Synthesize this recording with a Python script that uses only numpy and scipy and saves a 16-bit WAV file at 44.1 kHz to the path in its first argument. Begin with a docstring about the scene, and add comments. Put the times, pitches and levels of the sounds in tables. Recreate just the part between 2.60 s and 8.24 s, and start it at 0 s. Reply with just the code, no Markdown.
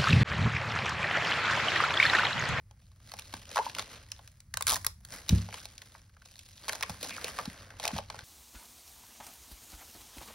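"""Hands tape up a parcel of bubble wrap on a cloth-covered table, turn it and lay it on a paper envelope.
From the start a small soft room rumbles faintly, cloth rubs dully and film rustles: filtered noise.
Snaps soon join as noise bursts with hollow ringing pops; knocks ring the table modes from 0.7 s on.
A fingertip squeaks in gliding tones near 1 s, tape slips off the roll in a quick run of snaps near 2.1 s,
and hoarse gliding swishes follow to 4.7 s. Two close microphone ports hear it all with a phase shift."""
import sys
import numpy as np
from scipy import signal
from scipy.fft import rfft, irfft
from scipy.io import wavfile

SR = 44100
rng = np.random.default_rng(int(sys.argv[2]) if len(sys.argv) > 2 else 0)


def transcribe(u):
    """Save the signal u as a 16-bit wav file named by the first command-line argument.

    u: samples, shape (n,) or (channels, n), limited to [-1, 1]; the rate is SR.
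    q: integer samples, one column per channel.
    """
    v = np.clip(np.atleast_2d(u).T, -1, 1)
    q = np.round(v * 32767).astype(np.int16)
    wavfile.write(sys.argv[1], SR, q)


N = 248724

# room rumble swelling and sinking: start_s, level_db
RUMBLE_LEVEL = [(0, -60.5), (1.8, -60.5), (2.1, -51.5), (2.6, -60), (3.5, -63), (4.3, -63.5), (5.64, -56.5)]
# rumble spectrum, relative: freq_hz, level_db
RUMBLE_SPECTRUM = [(20, -57), (34, -5), (59, -7.5), (98, -4.5), (150, -18.5), (205, -22), (265, -35),
                   (800, -45.5)]
RUB_DB, RUB_HZ = -16.5, (157, 356)   # gain over the low rustle level; band of the cloth rub

# hand movements on film, tape and paper: start_s (at full strength), hold_s, rustle_db, low_rel_db (to rustle)
MOVES = [(0.23, 0.015, -66.5, -13), (0.463, 0.26, -53.5, -1), (0.752, 0.014, -47, -1.5),
         (0.913, 0.17, -45, -1), (1.174, 0.023, -42, -1.5), (1.316, 0.031, -47, 1),
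         (1.504, 0.16, -60.5, -0.5), (2.103, 0.02, -41, -0.5), (2.537, 0.012, -45, 2),
         (2.706, 0.084, -43, -1.5), (2.921, 0.075, -46.5, -3), (3.067, 0.31, -58, -1),
         (3.662, 0.53, -55, -7), (4.057, 0.11, -49.5, 2.5), (4.302, 0.0045, -46, 2.5),
         (4.436, 0.034, -38.5, -2), (4.51, 0.17, -48, 3), (4.636, 0.18, -47.5, 2), (4.813, 0.21, -54.5, 4),
         (5.13, 0.015, -61, 10), (5.228, 0.04, -44.5, -1.5), (5.333, 0.013, -44, 0.5),
         (5.53, 0.23, -53.5, 2.5)]
REST_DB, REST_LOW_DB = -81.5, 10.5   # the resting hand still rustles; low part relative to it
RISE_DB_PER_S, FALL_DB_PER_S = 239.5, 119   # for a movement at -50 dB
ABRUPTNESS = 0.15   # stronger movements start and stop faster (dB of slope per dB of level)

# snaps of film, tape and paper, relative levels: start_s, crack_db, hollow_pop_db, pop_hz
SNAPS = [(0.1098, -40, -56.5, 805), (0.316, -49, -64, 1070), (0.401, -50, -60.5, 1190),
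         (0.517, -31.5, -43.5, 1220), (0.5372, -27, -39.5, 786), (0.588, -28.5, -45, 1260),
         (0.5934, -24, -43, 2220), (0.738, -22, -34.5, 890), (0.8535, -35.5, -55, 2180),
         (0.9586, -19.5, -27, 950), (0.9692, -20.5, -20.5, 950), (0.9776, -22, -21.5, 1160),
         (0.987, -22, -23, 820), (1.1486, -22.5, -43.5, 1330), (1.165, -38, -41, 930),
         (1.1844, -18.5, -33, 1330), (1.1931, -16.5, -31, 1110), (1.517, -21, -39, 2190),
         (1.593, -73, -47.5, 847), (1.6751, -34, -55.5, 1660), (1.8027, -35.5, -62.5, 1790),
         (1.9392, -18.5, -31, 1730), (1.9707, -15, -28, 1410), (2.0083, -23, -29, 1080),
         (2.023, -17.5, -37, 1490), (2.1572, -19, -28.5, 1750), (2.1637, -20, -34, 1060),
         (2.2459, -21.5, -29, 1640), (2.265, -10, -29, 1200), (2.449, -30.5, -50, 1700),
         (2.683, -29, -49, 1780), (2.6915, -8.5, -33.5, 1260), (2.8872, -37, -41, 795),
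         (2.9263, -39, -31.5, 2130), (2.9408, -25, -40.5, 970), (3.0539, -25.5, -48.5, 794),
         (3.179, -29.5, -89, 1890), (3.2176, -30, -40, 1920), (3.35, -59.5, -44.5, 1026),
         (3.567, -53.5, -50.5, 1330), (3.619, -46, -48.5, 1480), (3.657, -41, -56, 940),
         (3.7906, -30, -72, 1670), (4.081, -22, -34, 900), (4.0855, -21, -40, 1490),
         (4.0928, -16, -19, 2150), (4.1225, -22, -44, 820), (4.1305, -22, -31, 1420),
         (4.1503, -28.5, -41.5, 790), (4.2085, -23.5, -39.5, 900), (4.2256, -13.5, -22, 1930),
         (4.2316, -18, -19, 2280), (4.2953, -21.5, -36.5, 825), (4.4285, -18.5, -43, 458),
         (4.446, -29, -44, 810), (4.643, -17, -39, 432), (4.6807, -26.5, -31.5, 2360),
         (4.787, -24, -26, 1090), (4.7938, -51, -29, 1040), (4.8546, -26, -44.5, 860),
         (5.104, -37.5, -40.5, 1710), (5.1975, -25.5, -39.5, 880), (5.229, -27, -34, 2010),
         (5.2382, -22, -38.5, 760), (5.247, -44, -31, 2000), (5.2522, -12.5, -30.5, 850),
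         (5.262, -25, -50, 1090), (5.2682, -39, -32.5, 746), (5.2773, -11, -47, 760),
         (5.2877, -50, -35.5, 760), (5.306, -49, -38.5, 875), (5.363, -36, -36.5, 770),
         (5.372, -35, -39.5, 750), (5.38, -23.5, -63, 1500), (5.3855, -24.5, -29, 834),
         (5.5, -23, -36.5, 950), (5.5436, -44, -41, 780), (5.5896, -28.5, -35.5, 1510)]
# one pull of tape off the roll, slip by slip: start_s, crack_db (relative)
SLIPS = [(2.068, -11), (2.076, -14.5), (2.0803, -11), (2.088, -17), (2.0936, -11), (2.1007, -11.5),
         (2.1086, -15.5), (2.117, -24), (2.1193, -14), (2.1275, -20), (2.128, -25), (2.1343, -17),
         (2.1421, -19)]
SLIP_POP_DB, SLIP_POP_HZ = (-29.5, -41.5), (1430, 900)   # pop of the first and last slip

# what is handled sets the brightness, tape the brightest: start_s, tilt_db_per_octave (above 4 kHz)
BRIGHTNESS = [(0, -8.5), (.5, -6), (1.4, -9.5), (1.5, -6), (2.3, -0.5), (2.7, -6.5), (2.85, -7.5),
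              (3.2, -5.5), (4.6, -6), (5.64, -8.5)]
BRIGHT_DIP = 1   # dB lost near 2.7 kHz per dB of brightness
# how long a crack rings by pitch: freq_hz, t60_s
CRACK_T60 = [(400, 0.063), (1500, 0.016), (5000, 0.011), (15000, 0.009)]
GRAINS_PER_S, GRAIN_SPREAD_DB = 800, 5   # crease rate at -46 dB rustle; scale of the random size
GRAIN_SHORTNESS = 0.3   # crease decay as a share of the crack decay
CREASE_COLOUR_DB, SMOOTH_DB = 4, -4   # colour spread between creases; steady slide beside them
SNAP_RISE_S = .0009
TICK_DB = 15   # sharp click inside the burst, relative to the snap
UNLIKE_DB = -12.5   # the part of the crackle that each port hears differently (less below 1.5 kHz)
POP_CYCLES = 6.3   # cycles until a pop has died by 60 dB
POP_TONE_DB, POP_NOISE_DB = 27, 14.5   # gains on hollow_pop_db
POP_FOCUS_DB = 3.5   # pop noise lost per octave above its pitch, 2.5 times as much below

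ROOM_T60_S, ROOM_DB, ROOM_DULL_HZ = 0.2, -16, 5000   # decay ahead of the dulling, gain, treble cutoff

# knocks, relative levels: start_s, thump_db, thump_hz, table_db
KNOCKS = [(0.737, -43, 300, -50), (2.698, -40, 203, -26), (2.7224, -20.5, 187, -16),
          (4.298, -39.5, 188, -43), (4.876, -32, 216, -47), (5.332, -32, 220, -44.5),
          (5.345, -37, 185, -40)]
# ringing modes of the table: freq_hz, level_db (relative), t60_s
TABLE_MODES = [(67.3, -3, 0.25), (99, -2.5, 0.35), (171, -7, 0.32), (217, -6.5, 0.35), (316, -1, 0.13)]
THUD_DB, THUD_T60_S, THUD_HZ = -16, 0.18, (130, 380)   # rough dull noise of cloth and flesh in each knock

# fingertip squeaks on the film: start_s, length_s, start_hz, end_hz, level_db (ahead of SQUEAK_GAIN)
SQUEAKS = [(0.994, 0.027, 850, 1090, -14), (1.065, 0.011, 883, 1030, -17)]
SQUEAK_GAIN = 0.69
# hoarse song of peeling tape and sliding paper: start_s, length_s, start_hz, end_hz, level_db (relative)
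SWISHES = [(2.108, 0.0464, 1043, 883, -23.5), (4.455, 0.025, 687, 810, -36),
           (4.498, 0.041, 1635, 2260, -41), (4.505, 0.085, 2480, 2280, -39),
           (4.582, 0.0087, 1300, 1400, -32), (4.654, 0.056, 2570, 3260, -38.5)]
SWISH_WIDTH_HZ = 220   # bandwidth of the noise that roughens a swish

# phase between the microphone ports: freq_hz, left_lead_rad
PORTS = [(0, 0), (900, -.4), (2200, 0), (3600, .8), (5200, -.1), (6980, 2.9), (8800, 3.6), (10100, 6.1),
         (12200, 6.6), (13300, 9.2), (14900, 9.5), (15700, 10.5)]
# microphone colour: freq_hz, gain_db
MIC = [(200, -5), (400, -4.5), (1000, -4), (2900, -4), (4500, 0), (8000, 1), (11000, 0.5), (12800, -7.5),
       (15700, 3), (16300, -18)]
HISS_DB, CUTOFF_HZ = -82, 17150   # hiss ahead of the microphone colour; top of the range


def amp(db):
    """Turns decibels into an amplitude factor."""
    return 10 ** (np.asarray(db) / 20)


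def rms_one(x):
    """Scales a signal to an RMS of one."""
    return x / np.sqrt(np.mean(x ** 2) + 1e-20)


def in_time(rows):
    """Draws each column of a timed table as a curve with one value per sample."""
    s, *columns = np.transpose(rows)
    return [np.interp(np.arange(N) / SR, s, column) for column in columns]


def at_hz(points, hz):
    """Reads a frequency table between its points, along a logarithmic frequency axis."""
    table_hz, values = np.array(points).T
    return np.interp(np.log(hz + 1), np.log(table_hz + 1), values)


def coloured(x, points):
    """Applies a spectrum in dB."""
    return irfft(rfft(x) * amp(at_hz(points, np.fft.rfftfreq(N, 1 / SR))), N)


def filtered(x, order, hz, kind):
    """Passes a signal through a Butterworth filter."""
    return signal.sosfilt(signal.butter(order, hz, kind, fs=SR, output="sos"), x)


def train(s, db):
    """Places clicks of given size at given times."""
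    out = np.full(N, 1e-18)
    np.add.at(out, np.round(np.asarray(s) * SR).astype(int), amp(db))
    return out


def dying(clicks, t60, rise_s):
    """Makes each click swell smoothly and die away, as the envelope of a burst."""
    swell = np.exp(-2 / (rise_s * SR))
    poles = np.convolve([1, -2 * swell, swell ** 2], [1, -amp(-60 / (t60 * SR))])
    return signal.lfilter([(1 - swell) ** 2], poles, clicks)


def glide(rows, flutter):
    """Sings gliding tones, each multiplied by a flutter."""
    out = np.zeros(N)
    for s, length, start_hz, end_hz, db in rows:
        u = np.linspace(0, 1, round(length * SR))
        turns = np.cumsum(start_hz + (end_hz - start_hz) * u) / SR
        tone = amp(db) * np.sin(np.pi * u ** 0.35) * np.sin(2 * np.pi * turns)
        out = out + np.pad(tone, (round(s * SR), N))[:N] * flutter
    return out


def handling():
    """Level of the rustle in dB, and of its low part relative to it; overlapping movements add up in power."""
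    s, hold, db, low_db = np.transpose(MOVES)[:, :, None]
    t = np.arange(0, N, 32) / SR
    away_db = RISE_DB_PER_S * np.maximum(s - t, 0) + FALL_DB_PER_S * np.maximum(t - s - hold, 0)
    power = amp(2 * (db - amp(ABRUPTNESS * (db + 50.0)) * away_db))
    total = power.sum(axis=0) + amp(2 * REST_DB)
    low = (power * amp(2 * low_db)).sum(axis=0) + amp(2 * (REST_DB + REST_LOW_DB))
    return in_time(np.transpose([t, 10 * np.log10(total), 10 * np.log10(low / total)]))


def rumble():
    """Low room noise, carried by the table, swells and sinks slowly."""
    noise = rms_one(coloured(rng.standard_normal(N), RUMBLE_SPECTRUM))
    return amp(in_time(RUMBLE_LEVEL)[0]) * noise


def cloth_rub():
    """The parcel rubs dully on the cloth: low noise that follows the low part of the rustle."""
    rub = filtered(rng.standard_normal(N), 2, RUB_HZ, "band")
    return amp(sum(handling()) + RUB_DB) * rms_one(rub)


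def all_snaps():
    """The single snaps and the slips of the tape pull, as rows of the same columns."""
    s, crack_db = np.transpose(SLIPS)
    slips = [s, crack_db, np.linspace(*SLIP_POP_DB, len(s)), np.geomspace(*SLIP_POP_HZ, len(s))]
    return np.vstack([SNAPS, np.transpose(slips)])


def crackle():
    """Snaps and countless small creases set off bursts of noise whose treble dies first."""
    s, crack_db, pop_db, pop_hz = all_snaps().T
    rustle_db, low_db = handling()
    tilt, = in_time(BRIGHTNESS)
    edges, out = 400 * 2 ** np.arange(0, 5.6, .5), 0   # half-octave bands
    white, unlike = rng.standard_normal((2, 2, N))
    busy = amp(0.33 * (rustle_db + 46.0))   # gentle handling creases the film less often
    born = rng.random(N) < busy * GRAINS_PER_S / SR
    sizes = born * amp(GRAIN_SPREAD_DB * np.minimum(rng.exponential(1, N), 4)) / np.sqrt(busy)
    shade = rng.standard_normal((len(edges), N))   # every crease has a colour of its own
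    smooth = amp(SMOOTH_DB + np.clip(low_db, -4, 4))   # fuller material slides more smoothly
    for k, (low, high) in enumerate(zip(edges, edges[1:])):
        hz = np.sqrt(low * high)
        t60, deep = at_hz(CRACK_T60, hz), hz < 2200
        grains = dying(sizes * amp(CREASE_COLOUR_DB * shade[k]), GRAIN_SHORTNESS * t60, 0.0011)
        creases = rms_one(grains) + smooth
        # deep bands take their level from the pop, high bands from the crack
        focus_db = POP_FOCUS_DB * np.where(hz < pop_hz, 2.5, 1) * abs(np.log2(hz / pop_hz))
        body_db = pop_db + POP_NOISE_DB - focus_db
        clicks = train(s, (body_db if deep else crack_db) + 1.34 * shade[k, :len(s)])
        snaps = dying(clicks, t60, SNAP_RISE_S)
        tick = amp(TICK_DB) * np.roll(clicks, round(SNAP_RISE_S * SR)) * (not deep)
        level = snaps + creases * amp(rustle_db + (low_db + 3.0) * deep + 1.0)
        apart = amp(UNLIKE_DB) * min(hz / 1500, 1) * unlike[k % 2] * [[1], [-1]]
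        burst = filtered(level * (white[k % 2] + apart) + tick, 2, [low, high], "band")
        treble_db = tilt * max(np.log2(hz / 4000), 0)
        # bright, thin material also has less body below 800 Hz
        bass_db = (tilt + 2.5) * 1.4 * min(np.log2(hz / 800), 0)
        dip_db = BRIGHT_DIP * (tilt + 6) * (2200 < hz < 3200)
        out = out + burst * amp(treble_db + bass_db - dip_db)
    return out


def pops():
    """The air pocket under each snap rings a few cycles as a dying sine."""
    out = np.zeros(N + SR)
    t = np.arange(round(.03 * SR)) / SR
    for s, _, db, hz in all_snaps():
        shape = (1 - np.exp(-t / .001)) ** 2 * amp(-60 * t * hz / POP_CYCLES)
        out[round(s * SR):][:len(t)] += amp(db + POP_TONE_DB) * shape * np.sin(2 * np.pi * hz * t)
    return out[:N]


def room(x):
    """A dull, dying spray of reflections, different for each port."""
    t = np.arange(SR // 2) / SR
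    spray = rng.standard_normal((2, len(t))) * amp(-60 * t / ROOM_T60_S) * np.minimum(t / 0.00073, 1)
    spray = filtered(spray, 1, ROOM_DULL_HZ, "low")
    spray = spray / np.sqrt(np.sum(spray[0] ** 2))
    return amp(ROOM_DB) * signal.fftconvolve(x[None], spray, axes=1)[:, :N]


def ring(clicks, hz, t60):
    """A resonance: each push sets off a sine that dies away."""
    r, w = amp(-60 / (t60 * SR)), 2 * np.pi * hz / SR
    return signal.lfilter([0, np.sin(w)], [1, -2 * r * np.cos(w), r * r], clicks)


def knocks():
    """A soft contact pushes the table's modes; the air under hand or parcel thumps about three cycles."""
    push, thumps = np.full(N, 1e-18), np.zeros(N)
    for s, thump_db, hz, table_db in KNOCKS:
        start = round(s * SR)
        bump = np.hanning(round(SR / hz))
        push[start:][:len(bump)] += amp(table_db) * bump / bump.sum()
        u = np.linspace(0, 1, round(3.2 * SR / hz))
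        tone = np.sin(2 * np.pi * hz * np.arange(len(u)) / SR)
        thumps[start:][:len(u)] -= amp(thump_db) * np.sin(np.pi * u ** 0.55) ** 2 * tone
    noise = filtered(rng.standard_normal(N), 2, THUD_HZ, "band")
    thuds = amp(THUD_DB) * dying(push, THUD_T60_S, 0.0014) * rms_one(noise)
    # neighbouring modes ring with opposite sign
    modes = sum(amp(db) * ring(push, hz, t60) * (-1) ** k for k, (hz, db, t60) in enumerate(TABLE_MODES))
    return thumps + thuds + modes


def squeaks():
    """A fingertip on the film squeaks in short, pure gliding tones."""
    return glide(SQUEAKS, SQUEAK_GAIN)


def swishes():
    """Peeling tape and sliding paper sing hoarsely: gliding tones multiplied by slow noise."""
    return glide(SWISHES, rms_one(filtered(rng.standard_normal(N), 2, SWISH_WIDTH_HZ, "low")))


def scene():
    """Mixes the handled film, tape and paper, their reflections, the knocks and the low noises."""
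    handled = crackle() + pops() + squeaks() + swishes()
    near = filtered(handled, 5, 500, "high")   # light film radiates little bass
    return rumble() + cloth_rub() + near + room(near.mean(axis=0)) + knocks()


def record(dry):
    """The ports shift the phase against each other and colour the sound; faint hiss; the top is cut."""
    lead = np.interp(np.fft.rfftfreq(N, 1 / SR), *np.transpose(PORTS))
    heard = dry + amp(HISS_DB) * rng.standard_normal((2, N))
    heard = irfft(rfft(heard) * np.exp(.5j * lead * [[1], [-1]]), N)   # half the lead to each side
    low = filtered(heard, 2, [36, 350], "band")   # added bass path
    top_cut = signal.cheby2(12, 70, CUTOFF_HZ, fs=SR, output="sos")
    return signal.sosfilt(top_cut, low + coloured(heard, MIC))


dry = scene()
out = record(dry)
transcribe(out)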